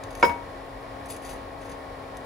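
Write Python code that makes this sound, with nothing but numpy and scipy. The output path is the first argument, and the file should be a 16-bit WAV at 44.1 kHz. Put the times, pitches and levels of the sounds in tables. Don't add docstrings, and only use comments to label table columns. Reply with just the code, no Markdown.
import sys
import numpy as np
from scipy import signal
from scipy.fft import rfft, irfft, next_fast_len
from scipy.io import wavfile
from scipy.ndimage import map_coordinates

SR = 44100
rng = np.random.default_rng(int(sys.argv[2]) if len(sys.argv) > 2 else 0)


def volts_from_db(level):
    exponent = np.asarray(level, float) / 20
    return 10 ** exponent


def transcribe(signal):
    frames = np.atleast_2d(signal).T
    limited = np.clip(frames, -1, 1)
    pcm = np.round(limited * 32767).astype(np.int16)
    wavfile.write(sys.argv[1], SR, pcm)


N = 99225

# f/Hz, level/dB (rms), width/Hz
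BLADE_LINES = [
    (99, -54, 8),
    (272.3, -49.5, 4),
    (544.6, -50, 2.5),
    (1089, -52.5, 3),
]
BLADE_LINE_SIDE_DB = [-28, -20.5, -22.5, -9.5]
# f/Hz, density/dB per Hz
RUSH_MID = [(22, -52), (38, 5), (91, -3.5), (241, -9.5), (272, -9), (503, -0.5), (527, -12), (644, 0.5),
            (1500, -16), (1950, -10), (3300, -120)]
RUSH_SIDE = [(15, -59), (25, -18), (240, -13), (266, -15.5), (501, -6), (537, -8), (928, -3.5), (1500, -13),
             (1950, -44), (3300, -120)]
# f/Hz, density/dB per Hz
HISS_MID = [(1500, -6.5), (1850, -12.5), (2250, 2), (2600, -7), (5300, -13), (6000, -21.5), (9000, -30),
            (15800, -42.5)]
HISS_SIDE = [(900, -54), (1500, 5.5), (2130, 2), (5000, -5), (9000, -53), (15700, -38), (15800, -94)]
# f/Hz, left over right/dB
FAN_BALANCE = [(40, 1), (120, 1), (700, 4), (2400, 0), (4400, 6), (9000, -39)]
# t/s, level/dB, rise/s, t60/s, brightness/dB
SLIPS = [(0.036, -35, 0.0011, 0.02, -1.5), (0.104, -44, 0.0034, 0.051, -0.5), (.128, -57, .003, 0.055, -2),
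         (0.149, -40.5, 0.0034, 0.046, 1.5), (0.172, -50.5, .003, 0.075, 0), (0.193, -45, 0.0051, 0.098, 2),
         (0.209, -48, 0.005, 0.03, -3), (.255, -51, 0.017, 0.32, -1), (.81, -61, 0.0045, 0.063, 6),
         (1.056, -47, 0.0011, 0.055, 1.5), (1.084, -45, 0.0045, 0.15, 2), (1.1, -39, .003, 0.15, 2.5),
         (1.142, -52, 0.0027, 0.047, -1), (1.163, -41.5, .001, 0.041, 0.5),
         (1.215, -49.5, 0.014, 0.33, 0.5), (1.246, -50, 0.0071, 0.27, 1), (1.29, -38.5, 0.013, 0.11, 0.5),
         (1.325, -53, .01, 0.12, 1), (1.61, -56.5, .004, 0.3, -1), (1.65, -63, .004, 0.15, -2),
         (1.69, -49.5, 0.0048, 0.1, 0), (1.714, -39.5, 0.0066, 0.041, -2.5),
         (2.168, -42, 0.0015, 0.027, 2.5)]
# f/Hz, width/Hz, level/dB
TIP_MODES = [(8000, 500, -3), (8900, 350, -2), (9900, 350, 1), (11400, 200, -3), (13400, 600, -10),
             (14900, 1000, -15)]
# f/Hz, width/Hz, level/dB
ARM_MODES = [(2550, 300, -1), (3700, 500, -4), (4700, 400, -2), (6200, 200, 2), (6900, 400, -4)]
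# t/s, level/dB, f/Hz, t60/s
PAN_ROCKS = [
    (0.036, -25.5, 104, .13),
    (.265, -28.5, 84.4, 0.25),
]
# t/s, level/dB, ring/dB, brightness/dB
STRIKES = [
    (.227, -9, 0, 0),
    (.2345, -12, -30, -6),
    (.245, -20, -30, 6),
    (.293, -20, -30, -2),
    (.314, -28, -30, -2),
]
RING_HZ = [360, 480, 1780, 959, 948, 1160, 1415, 1552, 2215, 2229, 4942, 5082, 5340, 6697]
# level/dB, t60/s, left over right/dB, attack/s
RING_MODES = [(-7, 0.062, -2, 0.0046), (-12.5, 0.15, 21, 0.01), (-9.5, 0.058, -7, .001), (0, .13, -5, .003),
              (-5, .35, 14, .03), (-37, 0.14, -3, .001), (-8, 0.045, -16, 0.00083), (-8.5, 0.084, -6, .001),
              (-9, .05, 8, .0005), (-15, .31, 14, .001), (-26, .14, 3, .001), (-21, .17, 7, .006),
              (-25, .16, 4, .002), (-26.5, 0.093, 3, .001)]
# f/Hz, density/dB per Hz
THUD_SPECTRUM = [(60, -51), (140, -17.5), (220, -10), (700, -2.5), (1500, -2.5), (3000, -15.5), (6000, -33),
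                 (15500, -46)]
# f/Hz, t60/s
THUD_DECAY = [(200, 0.22), (500, 0.14), (1500, 0.065), (4000, 0.067), (10000, 0.22)]
# f/Hz, t60/s
KITCHEN_DECAY = [(200, 0.26), (1000, 0.46), (4000, 0.24), (12000, 0.18)]
# f/Hz, common share
KNOCK_COMMON = [(100, 0.97), (300, 0.84), (600, 0), (1000, 0)]
# f/Hz, common share
FRONT_SHARE = [(3000, 0), (5500, .3), (8400, .78), (10500, .97), (13000, .99)]
# f/Hz, lead/cycles
RIGHT_LEAD = [(2000, 0), (4100, -.18), (5900, 0), (8450, .5), (10950, 1), (13250, 1.5), (15800, 2)]


def unit(x):
    return x / np.sqrt(np.mean(x ** 2) + 1e-20)


def along(points, hz):
    f, value = np.transpose(points)
    return np.interp(np.log(hz + 1), np.log(f + 1), value)


def filtered(x, response):
    n = x.shape[-1]
    m = next_fast_len(n + SR // 4)
    spectrum = rfft(x, m) * response(np.fft.rfftfreq(m, 1 / SR))
    return irfft(spectrum, m)[..., :n]


def resonances(table):
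    def response(f):
        total = 0
        for k, (centre, width, db) in enumerate(table):
            mode = 1j * f * width / (centre * centre - f * f + 1j * f * width)
            total = total + (-1) ** k * volts_from_db(db) * mode
        return total
    return response


def coloured(spectrum):
    return unit(filtered(rng.standard_normal(N), lambda hz: volts_from_db(along(spectrum, hz))))


def dying(t60s):
    hz, t, z = signal.stft(rng.standard_normal((2, SR // 2)), SR, nperseg=128)
    decay = volts_from_db(-60 * t / along(t60s, hz)[:, None])
    return signal.istft(z * decay, SR, nperseg=128)[1][:, :SR // 2]


def sides(pan_db):
    return volts_from_db(np.array([[.5], [-.5]]) * pan_db)


def swell_and_die(age, db, rise, t60):
    return volts_from_db(db - 60 * age / t60) * (1 - np.exp(-age / rise))


def wander(n, width_hz):
    return np.cumsum(rng.standard_normal(n)) * np.sqrt(2 * np.pi * width_hz / SR)


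def blend(x, share):
    mid, side = (x[0] + x[1]) / 2, (x[0] - x[1]) / 2
    side = filtered(side, lambda hz: np.sqrt(1 - np.clip(along(share, hz), 0, 1)))
    return np.array([mid + side, mid - side])


def fan():
    rush_db, rush_side_db, hiss_db, hiss_side_db = -41.5, -46, -54, -56.5
    wobble_db, wobble_hz = 0.8, 8
    mid = volts_from_db(rush_db) * coloured(RUSH_MID) + volts_from_db(hiss_db) * coloured(HISS_MID)
    side = volts_from_db(rush_side_db) * coloured(RUSH_SIDE) + volts_from_db(hiss_side_db) * coloured(HISS_SIDE)
    for (hz, db, width_hz), side_db in zip(BLADE_LINES, BLADE_LINE_SIDE_DB):
        phase = 2 * np.pi * hz * np.arange(N) / SR + wander(N, width_hz)
        mid = mid + volts_from_db(db) * np.sqrt(2) * np.sin(phase)
        side = side + volts_from_db(db + side_db) * np.sqrt(2) * np.cos(phase)
    swell = map_coordinates(rng.standard_normal(30), [np.arange(N) * wobble_hz / SR])
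    stereo = np.array([mid + side, mid - side])
    return volts_from_db(wobble_db * swell) * filtered(stereo, lambda hz: sides(along(FAN_BALANCE, hz)))


def scrape():
    grit_db, grains_per_s, pan_db = 7, 2500, 6.5
    t = np.arange(N) / SR
    hits = (rng.random(N) < grains_per_s / SR) * rng.exponential(size=N)
    grit = rng.standard_normal((2, N)) * (1 + volts_from_db(grit_db) * hits)
    tips = unit(filtered(grit[0], resonances(TIP_MODES)))
    arms = unit(filtered(grit[1], resonances(ARM_MODES)))
    out = np.zeros(N)
    for s, db, rise, t60, bright_db in SLIPS:
        age = np.clip(t - s, 0, None)
        metal = volts_from_db(bright_db) * tips + volts_from_db(-bright_db) * arms
        out += swell_and_die(age, db, rise, t60) * metal
    return sides(pan_db) * out


def pan_rocking():
    rise_s = 0.014
    out = np.zeros(N)
    for s, db, hz, t60 in PAN_ROCKS:
        age = np.clip(np.arange(N) / SR - s, 0, None)
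        out += swell_and_die(age, db, rise_s, t60) * np.sin(2 * np.pi * hz * age)
    return out


def clack():
    thud_db, thud_attack_s = -6, 0.0013
    crack_db, crack_t60 = -10.5, .006
    blur_hz = 1
    ring, body = np.zeros((2, N + SR)), np.zeros((2, N + SR))
    t = np.arange(SR // 2) / SR
    for s, db, ring_db, bright_db in STRIKES:
        at = slice(round(s * SR), round(s * SR) + len(t))
        for hz, (level, t60, pan_db, rise) in zip(RING_HZ, RING_MODES):
            shape = swell_and_die(t, db + ring_db + level, rise, t60)
            phase = 2 * np.pi * hz * t + wander(len(t), blur_hz * hz / 5000)
            ring[:, at] += sides(pan_db) * shape * np.sin(phase)

        def colour(hz):
            return volts_from_db(along(THUD_SPECTRUM, hz) + bright_db * np.log2(hz / 1000 + 0.23))

        thud = filtered(dying(THUD_DECAY), colour)
        thud = thud / np.std(thud[:, :SR // 100])
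        thud = volts_from_db(thud_db) * thud * (1 - np.exp(-t / thud_attack_s))
        crack = unit(filtered(rng.standard_normal((2, len(t))), colour))
        crack = crack * volts_from_db(crack_db - 60 * t / crack_t60)
        body[:, at] += volts_from_db(db) * (thud + crack)
    return ring[:, :N], body[:, :N]


def room(x):
    delay_s = .004
    tail = dying(KITCHEN_DECAY)
    late = np.pad(x, ((0, 0), (round(delay_s * SR), 0)))
    return signal.fftconvolve(late, tail / np.linalg.norm(tail[0]), axes=1)[:, :N]


def scene():
    body_wet_db, ring_wet_db, scrape_wet_db = -12.5, -20, -10
    rub = scrape()
    ring, body = clack()
    answer = room(volts_from_db(body_wet_db) * body + volts_from_db(ring_wet_db) * ring)
    knock = blend(body + answer, KNOCK_COMMON)
    return fan() + rub + volts_from_db(scrape_wet_db) * room(rub) + pan_rocking() + ring + knock


def band_limit(x):
    return signal.sosfilt(signal.butter(12, 16810, fs=SR, output="sos"), x)


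def record(dry):
    top_hz = 15800

    def lead(hz):
        cycles = np.interp(hz, *np.transpose(RIGHT_LEAD))
        return np.exp(np.array([[-1j], [1j]]) * np.pi * cycles)

    mix = filtered(blend(dry, FRONT_SHARE), lambda hz: lead(hz) * (hz < top_hz))
    return band_limit(mix)


dry = scene()
out = record(dry)
transcribe(out)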